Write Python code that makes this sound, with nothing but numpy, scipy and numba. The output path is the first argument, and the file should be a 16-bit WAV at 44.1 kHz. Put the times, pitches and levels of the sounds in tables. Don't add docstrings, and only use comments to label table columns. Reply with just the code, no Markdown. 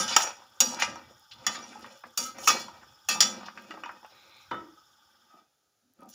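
import sys
import numpy as np
from scipy import signal
from scipy.fft import rfft, irfft, next_fast_len
from scipy.io import wavfile
from scipy.ndimage import uniform_filter1d
from numba import njit

SR = 44100
rng = np.random.default_rng(int(sys.argv[2]) if len(sys.argv) > 2 else 0)


def file_out(sig):
    cols = np.atleast_2d(sig).T
    lim = np.clip(cols, -1, 1)
    pcm = np.round(lim * 32767).astype(np.int16)
    wavfile.write(sys.argv[1], SR, pcm)


def linear_from_db(decibels):
    return 10 ** (np.asarray(decibels, float) / 20)


N = 270774

PAN_HZ = [205, 237, 340, 530, 813, 861, 947, 1197, 1250, 1292, 1540, 1600, 1763, 1873, 2330, 2520, 2595,
          2937, 3020, 3420, 3600, 4223]
PAN_DB = [-13.5, -8.5, -2.5, -3.5, -21, -2.5, -2, -6.5, -3.5, -8, -20.5, -7, -18, -14, -13.5, -5.5, -17,
          -14, -6.5, -1, -4, -8]
BLADE_HZ = [4650, 4760, 4833, 4955, 5245, 5590, 5645, 5750, 5800, 5896, 6435, 6540, 6854, 7050, 7240, 8750,
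            9030, 9770, 10650, 11000, 12000, 12900, 14400, 14950, 15200]
BLADE_DB = [-7.5, -5.5, -12.5, -4.5, -5.5, -1.5, -3.5, -10, -5.5, -5.5, -2.5, -6.5, 0.5, -2, -5.5, -6.5,
            -11, 1, -5.5, 2, 4, -6, 2, 2.5, -2.5]
MAIN_HZ = [205, 237, 530, 1197, 1292, 5645, 5750]
# f/Hz, t60/s
DECAY = [(100, 0.42), (500, 0.11), (1500, 0.6), (5000, 0.33), (15000, 0.12)]
ZONES_HZ = [350, 1700, 5700, 11000]
OCTAVES_HZ = 60 * 2 ** np.arange(9)

# t/s, peak level/dB, clink level/dB, edge level/dB, f of the spot struck/Hz
BLOWS = [(0.0, -15, -12.5, -19, 1300), (0.079, -28, -0.5, -39.5, 3000), (0.164, 6, -13.5, -20, 3000),
         (0.604, -9, -6, -2, 6850), (0.799, -16, -18.5, -20.5, 2480), (0.822, -8.5, -13, -51, 2110),
         (1.318, -42, -18, -69, 3820), (1.466, -7.5, -13, -17, 3350), (2.175, -24.5, 2, 6, 1290),
         (2.384, -27, -21, -26, 529), (2.474, -4.5, -13.5, -11.5, 2554), (2.483, -7, -6.5, -10, 1287),
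         (2.501, -7, -17, -33.5, 2390), (3.087, -16, -3.5, -4.5, 2600), (3.205, -8, 1, -10, 4600),
         (3.225, -19, -1, -30, 205), (4.51, -25, -29, -51, 330), (6.09, -66.5, -24, 23, 6000),
         (6.099, -68, -6.5, 23, 3000)]
BLOW_THUD_DB, SPOT_DB, SPOT_WIDTH = -27.5, 8, 0.05
BLOW_RING, PRESS_DB_PER_DB = 0.13, 0.78
BLOW_CONTACT_S, NUT_CONTACT_S = 0.0039, 0.0012
# t/s, peak level/dB, clink level/dB, f/Hz
NUTS = [(0.42, -40, -13.5, 980), (0.958, -28, -54, 937), (1.013, -34, -50, 930), (1.55, -21.5, -28, 1200),
        (1.73, -37, -40, 1560), (1.756, -39, -52, 870), (1.845, -26.5, -42, 1117),
        (2.037, -26.5, -77, 1223), (2.682, -30.5, -7, 947), (2.827, -32, -36, 1143), (3.401, -68, -45, 800),
        (3.432, -27, -55, 940), (3.463, -30.5, -6, 923), (3.483, -26.5, -29, 1246),
        (3.575, -26.5, -22, 1546), (3.708, -22, -17, 1318), (3.74, -29.5, -20, 780), (3.773, -27, -63, 865),
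        (3.836, -22, -18, 1409), (3.859, -25, -19, 943), (3.892, -18.5, -44, 1080), (4.03, -36, -34.5, 910),
        (4.046, -29.5, -21, 860.5), (5.99, -56, -10.5, 1297)]
NUT_THUD_DB, NUT_RING = -52.5, 0.22
SHELL_HZ, SHELL_DB = 2835, 9.5
KNOCK_DB, KNOCK_S = -16.5, 0.013
# t/s, f/Hz, lift level/dB
PAN_SPOTS = [(0.079, 3010, 4), (0.079, 3540, 4), (0.164, 874, 7), (0.164, 1276, -10), (0.164, 2530, 2.5),
             (0.164, 2950, 6), (0.164, 3350, 2.5), (0.604, 240, 4), (0.604, 1300, 3.5), (0.604, 862, 3),
             (0.604, 3604, -6), (0.604, 3430, 2.5), (0.822, 1626, 6), (0.822, 2030, 0), (0.822, 2420, 4),
             (0.822, 3420, -2), (0.822, 3570, -5), (0.822, 4223, -6), (1.466, 231, 4), (1.466, 1180, -15),
             (1.466, 3356, -5), (1.466, 2000, 3.5), (1.549, 238, 5), (1.845, 558, 7.5), (1.845, 2990, 8.5),
             (2.176, 242, 9.5), (2.176, 526, 6), (2.176, 1300, -4), (2.176, 2080, 3.5), (2.384, 2300, -6),
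             (2.474, 1190, -1), (2.474, 1904, 3), (2.474, 2303, 8), (2.474, 2580, 0), (2.474, 3410, 4),
             (2.474, 4250, 1), (3.088, 947, -8), (3.088, 1200, 3), (3.088, 1844, 3.5), (3.088, 2340, 4.5),
             (3.088, 2633, 6.5), (3.088, 3350, 4.5), (3.088, 4240, 9), (3.205, 203, 4), (3.205, 1204, -5),
             (3.205, 1273, -5), (3.205, 947, -5), (3.205, 3453, 6.5), (3.205, 3560, -6), (3.205, 2990, -1),
             (3.575, 2520, 8), (3.707, 2865, 4.5), (3.707, 340.4, 17), (3.836, 2520, 9), (4.511, 947, -12),
             (4.511, 1600, -19)]
# t/s, f/Hz, lift level/dB
BLADE_SPOTS = [(0.0, 5630, 4), (0.0, 5900, 2.5), (0.079, 5800, 3.5), (0.079, 4650, -6), (0.164, 5750, 4),
               (0.164, 5645, -2.5), (0.164, 6535, 3.5), (0.164, 6670, 2), (0.604, 4660, 8),
               (0.604, 5593, 0.5), (0.604, 5645, -9), (0.604, 5850, 3), (0.604, 6800, 3),
               (0.604, 7240, -11), (0.604, 7050, -7.5), (0.604, 8750, 1), (0.604, 9770, -12),
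               (0.604, 7860, 6), (0.822, 4870, 6.5), (0.822, 6030, 2), (1.466, 5642, 1), (1.466, 5750, -7),
               (1.466, 4600, -14), (1.466, 6140, 12), (1.466, 6890, 7.5), (1.549, 5783, 5),
               (2.176, 4630, 7), (2.176, 5750, -1.5), (2.176, 6480, 5.5), (2.176, 8760, 5),
               (2.384, 5680, 6), (2.384, 6400, 7.5), (2.384, 8770, 7), (2.384, 9690, 4.5),
               (2.474, 4770, 0.5), (2.474, 5070, 4), (2.474, 5680, 0.5), (2.474, 6450, 4.5),
               (3.088, 4760, 6), (3.088, 5630, 0), (3.088, 6760, -6.5), (3.205, 4810, 3), (3.205, 5645, -7),
               (3.205, 5750, 2.5), (3.205, 5910, 4.5), (3.205, 6574, -1), (3.205, 6880, 1.5),
               (3.463, 5750, 14.5), (4.511, 5870, -1), (4.511, 5640, -8)]

# t/s, length/s, level/dB, change along the stroke/dB, edge level/dB
SCRAPES = [(0.0, 0.077, -21.5, -17, -16), (.084, 0.055, -23, -4, -26.5), (.175, 0.064, -25.5, -3, -17),
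           (.612, 0.13, -29.5, -10, -17), (.795, 0.034, -37, 15.5, -26), (1.312, 0.026, -45, -1, -63),
           (1.38, 0.05, -48, -2, -59), (1.475, 0.073, -49, 15.5, -25), (1.57, 0.4, -49.5, -2.5, -30),
           (2.18, 0.083, -35.5, 3.5, -10.5), (2.384, 0.12, -49.5, 20, -5), (2.5, .05, -26, -9, -19),
           (2.585, .035, -39, 0, -12), (3.095, 0.063, -22, -14.5, -14.5), (3.22, 0.067, -23, -15, -21.5),
           (3.46, 0.048, -37, -12, -58), (6.088, 0.093, -57.5, 13, -14)]
# t/s, length/s, level/dB, change along the roll/dB, rumble level/dB
ROLLS = [(0.0, 0.09, -26, -14.5, -3), (.082, 0.034, -30.5, 12.5, -26.5), (.175, 0.12, -24.5, -8.5, -19.5),
         (.36, 0.28, -55, -10, -8), (.612, 0.3, -32.5, -15, -5), (.77, 0.058, -27.5, 3.5, -31),
         (.87, 0.31, -35, -26, -6), (1.3, 0.19, -64.5, 28.5, -8), (1.475, 0.46, -38.5, -9.5, -10),
         (2.04, 0.03, -50, -3, 0), (2.18, 0.27, -43.5, -17, -1), (2.34, 0.093, -46, 6, -7),
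         (2.5, 0.11, -26, -10, -6), (2.66, 0.38, -44.5, -22.5, -7.5), (3.095, 0.29, -30, -12, -8),
         (3.22, 0.25, -35.5, -11.5, -5), (3.55, 0.42, -48, -4.5, -5.5), (4.1, 0.5, -55, -13, -8)]
# t/s, length/s, level/dB, change/dB, rumble/dB
HANDLING = [
    (4.76, 0.51, -72.5, 7, -7.5),
    (5.3, 0.11, -60, -5, -12),
    (5.825, 0.028, -90, -11, 22),
    (5.951, 0.072, -78, 25, 4),
    (6.05, .09, -70, -11, 20),
]
ATTACK_DB_S, SCRAPE_RELEASE_DB_S, ROLL_RELEASE_DB_S = 2500, 448.5, 254
SCRAPE_LOW_DB = [-31.5, -10.5]
ROLL_HIGH_DB = [-15.5, -38.5]
SIZZLE_DB = [-25.5, -13.5, -6, -13.5]
LINE_DB, PATCHY_DB = 0.5, 2.5

# t/s, level/dB
FLAME = [
    (0, -61.5),
    (4.4, -61),
    (5.38, -66.5),
    (5.46, -78),
    (6.2, -109),
]
# f/Hz, width/Hz, level/dB
BURNER = [(863, 38, 0.5), (1228, 38, 4), (1490, 60, 0), (3100, 34, -8.5), (3410, 140, -3.5), (4600, 19, -6),
          (5170, 71, -1), (5570, 80, -8), (6750, 550, -34)]
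# f/Hz, level/dB
GAS_HISS = [(6000, -18.5), (8500, -10.5), (12500, -6.5), (14000, -5), (15100, 3), (15700, -20)]
GAS_HISS_DB = -15
# t/s, level/dB
STOVE = [(0.0, -59), (0.56, -79.5), (0.89, -54), (1.28, -81), (1.4, -58.5), (1.78, -81), (1.83, -60),
         (1.98, -90), (2.5, -64), (2.92, -65.5), (3.01, -88.5), (3.09, -64.5), (4.1, -83.5), (4.48, -74),
         (4.51, -56.5), (4.82, -81.5), (5.71, -97), (6.14, -75.5)]
# f/Hz, level per Hz/dB
ROOM = [(18, -51.5), (30, -9.5), (139, 2), (792, 5.5), (1120, -7.5), (1240, 8), (2050, -5), (7090, 2.5),
        (7880, -13), (11100, -2.5), (12700, -15.5), (14800, -2.5), (16500, -20.5)]
ROOM_DB = -75.5

# t/s, peak level/dB, f/Hz, decay/s
CHIMES = [
    (0.164, -9, 3000, .005),
    (0.605, -10, 5680, .01),
    (2.477, -13, 1293, .012),
    (2.4904, -10.5, 1236, .007),
    (2.501, -13.5, 1200, .009),
    (2.176, -25, 4630, .015),
    (3.088, -23, 2620, .03),
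    (3.089, -27, 3330, .02),
    (3.708, -37, 2810, .008),
    (3.836, -37, 2910, .006),
]
# t/s, length/s, level/dB, f/Hz, width/Hz
PUFF = (1.311, .036, -45, 3700, 3000)
# t/s, length/s, level/dB, change/dB, f/Hz
SINGS = [(.18, 0.092, -34.5, -1.5, 5790), (0.625, 0.096, -39, -8, 4650), (0.615, .13, -33, -11.5, 5740),
         (0.618, 0.094, -48, 3, 237), (1.537, 0.055, -36, -6.5, 1200), (1.615, 0.025, -42.5, -4, 5760),
         (1.501, 0.41, -55.5, -5, 236), (1.86, 0.12, -53, -14, 533), (2.18, .08, -46, -4, 530),
         (2.24, .055, -40, 0, 1300), (2.188, 0.054, -38, -2, 5680), (2.178, .05, -36, -8.5, 4650),
         (2.518, 0.14, -41, -16, 4230), (3.1, 0.66, -48, -17, 205), (3.694, 0.18, -50.5, -11, 313),
         (4.599, 0.13, -49, -12.5, 311), (4.759, .02, -56, 0, 1277), (5.824, 0.13, -72, -9, 258),
         (6.018, 0.061, -58, -10, 780), (6.093, 0.053, -64, 0, 5900)]
SING_WIDTH_HZ, SING_WIDTH_SHARE = 39, 0.0065
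# t/s, peak level/dB
TICKS = [(0.503, -57.5), (0.5458, -52), (0.7461, -42), (0.9547, -57), (1.1963, -47), (1.3389, -49),
         (1.5432, -49), (1.7943, -46), (1.8104, -48), (1.8253, -53), (1.865, -46), (1.9924, -49.5),
         (2.071, -51), (2.107, -51), (2.2952, -50), (2.3124, -55), (2.7794, -55), (3.4625, -48),
         (3.623, -46), (3.7154, -53), (3.919, -51), (4.0637, -53), (4.2956, -57), (4.3685, -50),
         (4.5484, -54), (5.9365, -53), (6.007, -51), (6.0167, -57), (6.0332, -50), (6.0586, -54)]
# t/s, peak level/dB, f/Hz
TAPS = [(0.746, -26, 5600), (0.822, -8, 2100), (1.844, -35, 1570), (2.039, -30, 1180), (2.177, -18, 5600),
        (2.385, -35, 1000), (2.683, -37, 950), (3.116, -18, 5630), (3.21, -13, 5750), (3.223, -5, 5740),
        (3.229, -13, 3416), (3.432, -36, 940), (3.485, -26, 1250), (3.575, -35, 1610), (3.709, -31.5, 1250),
        (3.773, -40, 785), (3.836, -32, 1190), (3.892, -28, 1180), (4.046, -41, 840), (4.513, -24.5, 1220),
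        (4.519, -27, 942), (4.53, -24, 1180), (4.544, -26, 1300)]
TAP_DB, TAP_TAIL_DB, TAP_TAIL_S = -1, -11, 0.0054

# t/s, level/dB
SLIDE = [
    (4.1, -67),
    (4.212, -61),
    (4.27, -62.5),
    (4.357, -56.5),
    (4.435, -60),
    (4.5, -74),
]
# f/Hz, width/Hz, level/dB
SLIDE_BANDS = [(2340, 150, -4), (3610, 49, -3), (3940, 140, -2.5)]
# t/s, peak level/dB
REST = [
    (4.514, -23),
]
# f/Hz, level/dB, t60/s
REST_MODES = [(298, -20, 0.85), (341, -4, 0.3), (505, -16, 0.4), (528, -37, 0.091), (947, 5, 0.083),
              (980, -33.5, 0.42), (1200, 1.5, 0.2), (1300, 3, 0.24), (1470, -12, 0.18), (1882, -6, 0.41),
              (2283, -30, 0.4), (2520, -64, 0.21), (3000, -10, 0.67), (3580, -8.5, 0.39)]
# t/s, length/s, level/dB, change/dB
DRAGS = [
    (5.3, 0.07, -52.5, -5),
    (5.985, 0.027, -71, 20),
]
# f/Hz, width/Hz, level/dB, lag/s
DRAG_BANDS = [(1254, 69, -3, 0), (718, 190, -10, .035), (271, 150, -12.5, 0.038)]

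# f/Hz, level/dB
MIC = [(20, -32), (80, -9), (200, -2), (800, -4), (2000, -6.5), (4000, -7), (5800, -1.5), (7300, -3.5),
       (8000, -12.5), (10500, -11),
       (13500, -18), (15000, -11), (15550, -12), (15800, -36)]


def unit(x):
    return x / np.sqrt(np.mean(x ** 2))


def curve(s, value):
    return np.interp(np.arange(N) / SR, s, value)


def colour(x, points):
    hz, db = np.transpose(points)
    size = next_fast_len(N)
    gain_db = np.interp(np.log(np.fft.rfftfreq(size, 1 / SR) + 1), np.log(hz), db)
    return irfft(rfft(x, size) * linear_from_db(gain_db), size)[:N]


def band(x, hz, width):
    edges = np.clip([hz - width / 2, hz + width / 2], 10, SR / 2 - 500)
    return signal.sosfilt(signal.butter(2, edges, "band", fs=SR, output="sos"), x)


@njit
def ring(x, hz, loss):
    y, z, turn = np.empty(len(x)), 0j, np.exp(2j * np.pi * hz / SR)
    for i in range(len(x)):
        z = z * turn * (1 - loss[i]) + x[i] + 1e-18
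        y[i] = z.real
    return y


def grit(rate, scatter_db):
    slips = rng.random(N) < rate / SR
    strength = linear_from_db(scatter_db * rng.exponential(size=N).clip(0, 5))
    return unit(slips * rng.standard_normal(N) * strength)


def zoned(hz, zone_db):
    return np.interp(np.log(hz), np.log(ZONES_HZ), zone_db)


def stroke_db(s, length, db, change_db, release_db_s):
    t = np.arange(0, N, 32) / SR - s
    steady = db + change_db * np.clip(t / length, 0, 1)
    return steady + ATTACK_DB_S * np.minimum(t, 0) - release_db_s * np.maximum(t - length, 0)


def bursts(s, contact_s):
    out, t = np.zeros(N + 1000), np.arange(1000) / SR
    for start, length, noise in zip(s, contact_s, rng.standard_normal((len(s), len(t)))):
        force = noise * np.exp(-t / length)
        out[int(start * SR):][:len(t)] += force / np.sqrt(np.sum(force ** 2))
    return out[:N]


def blow_levels(hz, db):
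    levels = []
    for _, peak, clink, edge, pitch in BLOWS:
        spot = SPOT_DB * np.exp(-(np.log(hz / pitch) / SPOT_WIDTH) ** 2)
        levels.append(peak + zoned(hz, [BLOW_THUD_DB, -8, clink, edge]) + db + spot)
    return levels


def nut_levels(hz, db):
    shell = SHELL_DB * np.exp(-(np.log(hz / SHELL_HZ) / 0.19) ** 2)
    levels = []
    for _, peak, clink, pitch in NUTS:
        spot = 18 * np.exp(-(np.log(hz / pitch) / 0.046) ** 2)
        zones = zoned(hz, [NUT_THUD_DB - peak, -12, clink - 12, clink - 32])
        levels.append(peak + zones + db + spot + shell * (clink > -25))
    return levels


def motion_power(rows, release_db_s, zones):
    power = 0
    for *stroke, zone_setting in rows:
        tilt_db = zoned(OCTAVES_HZ, zones(zone_setting))[:, None]
        power = power + linear_from_db(2 * (stroke_db(*stroke, release_db_s) + tilt_db))
    return power


def rubbing():
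    def scrape_zones(edge_db):
        return [*SCRAPE_LOW_DB, 0, edge_db]

    def roll_zones(rumble_db):
        return [rumble_db, 0, *ROLL_HIGH_DB]

    blade = motion_power(SCRAPES, SCRAPE_RELEASE_DB_S, scrape_zones)
    blade = blade + motion_power(HANDLING, ROLL_RELEASE_DB_S, roll_zones)
    nuts = motion_power(ROLLS, ROLL_RELEASE_DB_S, roll_zones)
    t = np.arange(blade.shape[1]) * 32 / SR
    blade = blade + linear_from_db(2 * (np.interp(t, *np.transpose(FLAME)) + zoned(OCTAVES_HZ, SIZZLE_DB)[:, None]))
    waver = uniform_filter1d(rng.standard_normal(blade.shape), size=30, axis=1)
    patchy = linear_from_db(2 * PATCHY_DB * waver / waver.std())
    fine, coarse = grit(5000, 2.3), grit(2600, 1.9)
    slip = []
    for hz, blade_power, nut_power in zip(OCTAVES_HZ, blade * patchy, nuts * patchy):
        force = fine * np.sqrt(curve(t, blade_power)) + coarse * np.sqrt(curve(t, nut_power))
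        slip.append(band(force, hz, 0.59 * hz))
    return np.array(slip)


@njit
def modes(hz, loss, octave, latest, burst, hit, slip, rub):
    y = np.zeros(len(latest))
    for k in range(len(octave)):
        z, pole = 0j, np.exp(2j * np.pi * hz[:, k] / SR - loss[:, k])
        for i in range(len(y)):
            j = latest[i]
            z = z * pole[j] + burst[octave[k], i] * hit[j, k] + slip[octave[k], i] * rub[j, k] + 1e-18
            y[i] += z.real
    return y


def steel():
    small_hz = 90 + 16000 * np.sort(rng.random(size=220)) ** 1.5
    hz = np.r_[PAN_HZ, BLADE_HZ, small_hz]
    strong = np.arange(len(hz)) < len(PAN_HZ) + len(BLADE_HZ)
    main = np.isin(hz, MAIN_HZ)
    db = np.r_[PAN_DB, BLADE_DB, np.interp(small_hz, [300, 900], [-19, -14])] + 5 * main
    decay_hz, decay_s = np.transpose(DECAY)
    t60 = np.interp(np.log(hz), np.log(decay_hz), decay_s)
    t60 = t60 * np.where(strong, 1.1, 0.8) * np.where(main, 1.7, 1)

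    starts = np.array([row[0] for row in BLOWS] + [row[0] for row in NUTS])
    order = np.argsort(starts)
    s = starts[order]
    blow_free = [BLOW_RING * linear_from_db(-PRESS_DB_PER_DB * max(row[1], -30)) for row in BLOWS]
    free = np.array(blow_free + [NUT_RING] * len(NUTS))[order]
    contact_s = np.array([BLOW_CONTACT_S] * len(BLOWS) + [NUT_CONTACT_S] * len(NUTS))[order]
    latest = np.clip(np.searchsorted(s * SR, np.arange(N), "right") - 1, 0, None)

    shape = (len(s), len(hz))
    spot_db = np.where(strong, 2.5, 4.0) * rng.standard_normal(shape).clip(-3, 1.5)
    tuned_hz = hz * (1 + 0.004 * rng.standard_normal(shape))
    for spots in (PAN_SPOTS, BLADE_SPOTS):
        for start, spot_hz, lift_db in spots:
            stroke = (s > start - 0.004) & (s < start + 0.035)
            k = np.abs(hz - spot_hz).argmin()
            spot_db[stroke, k] = lift_db + 9 * (not strong[k])
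            tuned_hz[stroke, k] = spot_hz

    hit = linear_from_db(np.array(blow_levels(hz, db) + nut_levels(hz, db))[order] + spot_db - 4.5)
    loss = np.log(1000) / SR / t60 / np.clip(free, 0.08, 0.36)[:, None]
    rub = linear_from_db(db + spot_db - 3.5 + LINE_DB * strong) * np.sqrt(loss)
    force = bursts(s, contact_s)
    burst = np.array([band(force, f, 1.6 * f) for f in OCTAVES_HZ])
    octave = np.abs(np.log(hz[:, None] / OCTAVES_HZ)).argmin(axis=1)
    ringing = modes(tuned_hz, loss, octave, latest, burst, hit, rubbing(), rub)
    return colour(ringing, MIC)


def burner():
    gas = rng.standard_normal(N)
    hiss = 0
    for hz, width, db in BURNER:
        flicker_db = 2.5 * unit(band(rng.standard_normal(N), 14, 12))
        hiss = hiss + linear_from_db(db + flicker_db) * band(gas, hz, 3 * width)
    roar = linear_from_db(-24) * unit(band(rng.standard_normal(N), 90, 70))
    return (unit(hiss) + roar) * linear_from_db(curve(*np.transpose(FLAME)))


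def gas_hiss():
    hiss = unit(colour(rng.standard_normal(N), [(3000, -57.5), *GAS_HISS]))
    return hiss * linear_from_db(GAS_HISS_DB + curve(*np.transpose(FLAME)))


def stove():
    sway = unit(band(rng.standard_normal(N), 14, 8))
    rumble = unit(band(band(rng.standard_normal(N), 105, 98), 105, 98))
    return rumble * linear_from_db(curve(*np.transpose(STOVE)) - 1.5 + 3 * sway)


def hush():
    return linear_from_db(ROOM_DB) * unit(colour(rng.standard_normal(N), ROOM))


def echo(metal):
    t = np.arange(int(SR / 2)) / SR
    walls = rng.standard_normal(len(t)) * linear_from_db(-60 * t / 0.33) * (t > 0.006)
    return linear_from_db(-13) * signal.fftconvolve(metal, walls / np.sqrt(np.sum(walls ** 2)))[:N]


def chimes():
    t = np.arange(N) / SR
    out = 0
    for s, db, hz, decay in CHIMES:
        after = np.clip(t - s, 0, None)
        envelope = np.exp(-after / decay) * np.minimum(after / 0.0012, 1)
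        out = out + linear_from_db(db) * np.sin(2 * np.pi * hz * after) * envelope
    s, length, db, hz, width = PUFF
    part = np.clip((t - s) / length, 0, 1)
    brush = unit(band(band(rng.standard_normal(N), hz, width), hz, width))
    return out + linear_from_db(db) * np.sin(np.pi * np.sqrt(part)) ** 2 * brush


def sings():
    out, t = np.zeros(N + SR), np.arange(SR) / SR
    for (s, length, db, change_db, hz), noise in zip(SINGS, rng.standard_normal((len(SINGS), SR))):
        end_db = db + change_db
        level_db = np.interp(t, [0, 0.012, length, length + 0.1], [db - 30, db, end_db, end_db - 60])
        tone = unit(band(noise, hz, SING_WIDTH_HZ + SING_WIDTH_SHARE * hz))
        out[int(s * SR):][:SR] += tone * linear_from_db(level_db) * (t < length + 0.1)
    return out[:N]


def knocks():
    out, t = np.zeros(N + 3000), np.arange(3000) / SR
    for (s, db, _, hz), noise in zip(NUTS, rng.standard_normal((len(NUTS), len(t)))):
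        body = unit(band(band(noise, 1.177 * hz, hz), 1.3 * hz, 1.2 * hz))
        out[int(s * SR):][:len(t)] += linear_from_db(db + KNOCK_DB) * body * np.exp(-t / KNOCK_S)
    return out[:N]


def oil():
    s, db = np.transpose(TICKS)
    kick = np.zeros(N)
    kick[(s * SR).astype(int)] = linear_from_db(db - 4)
    return ring(kick, 0.0, np.full(N, 0.03)) * unit(band(rng.standard_normal(N), 10000, 10500))


def taps():
    out, t = np.zeros(N + 3000), np.arange(3000) / SR
    impulse = 1.0 * (t == 0)
    for (s, db, hz), noise in zip(TAPS, rng.standard_normal((len(TAPS), len(t)))):
        click = band(band(impulse, hz, 0.95 * hz), hz, 0.95 * hz)
        click = click / np.abs(click).max()
        rattle = unit(band(noise, hz, 0.29 * hz)) * np.exp(-t / TAP_TAIL_S)
        out[int(s * SR):][:len(t)] += linear_from_db(db + TAP_DB) * (click + linear_from_db(TAP_TAIL_DB) * rattle)
    return out[:N]


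def rest():
    s, db = np.transpose(SLIDE)
    t = np.arange(N) / SR
    slip = grit(6000, 1.6) * linear_from_db(np.interp(t, s, db, left=-200, right=-200))
    out = sum(linear_from_db(gain_db + 17) * band(slip, hz, 2.9 * width) for hz, width, gain_db in SLIDE_BANDS)
    start, peak_db = REST[0]
    knock = band(bursts([start], [0.004]), 1500, 2800)
    after = np.clip(t - start, 0, None)
    chatter = (after > 0) * np.exp(-after / 0.064) * rng.standard_normal(N)
    knock = (knock + linear_from_db(-38) * band(chatter, 1100, 2200)) * linear_from_db(peak_db - 10)
    out = out + linear_from_db(peak_db - 2) * band(chatter, 510, 700)
    for hz, mode_db, t60 in REST_MODES:
        damped_s = min(t60, 0.6 if hz < 400 else 0.2)
        out = out + linear_from_db(mode_db) * ring(knock, 1.0 * hz, np.full(N, np.log(1000) / SR / damped_s))
    return out


def drags():
    t = np.arange(0, N, 32) / SR
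    push = grit(3000, 1.9) * curve(t, sum(linear_from_db(stroke_db(*row, 250)) for row in DRAGS))
    out = 0
    for hz, width, db, lag in DRAG_BANDS:
        delayed = np.roll(push, int(lag * SR))
        out = out + linear_from_db(db) * band(delayed, hz, width) * np.sqrt(SR / 2 / width)
    return out


def scene():
    metal = steel() + chimes() + sings() + knocks() + taps() + rest()
    rest_of_kitchen = burner() + gas_hiss() + stove() + oil() + drags()
    return (metal + echo(metal) + rest_of_kitchen + hush())[None]


def roll_off(x):
    return signal.sosfilt(signal.butter(12, 16820, fs=SR, output="sos"), x)


def record(dry):
    ceiling = 0.92
    softened = ceiling * np.tanh(dry[0] / ceiling)
    mix = colour(softened, [(25, -10), (90, -1), (16000, -1), (16750, -12.5), (17000, -65.5)])
    return roll_off(mix[None])


dry = scene()
out = record(dry)
file_out(out)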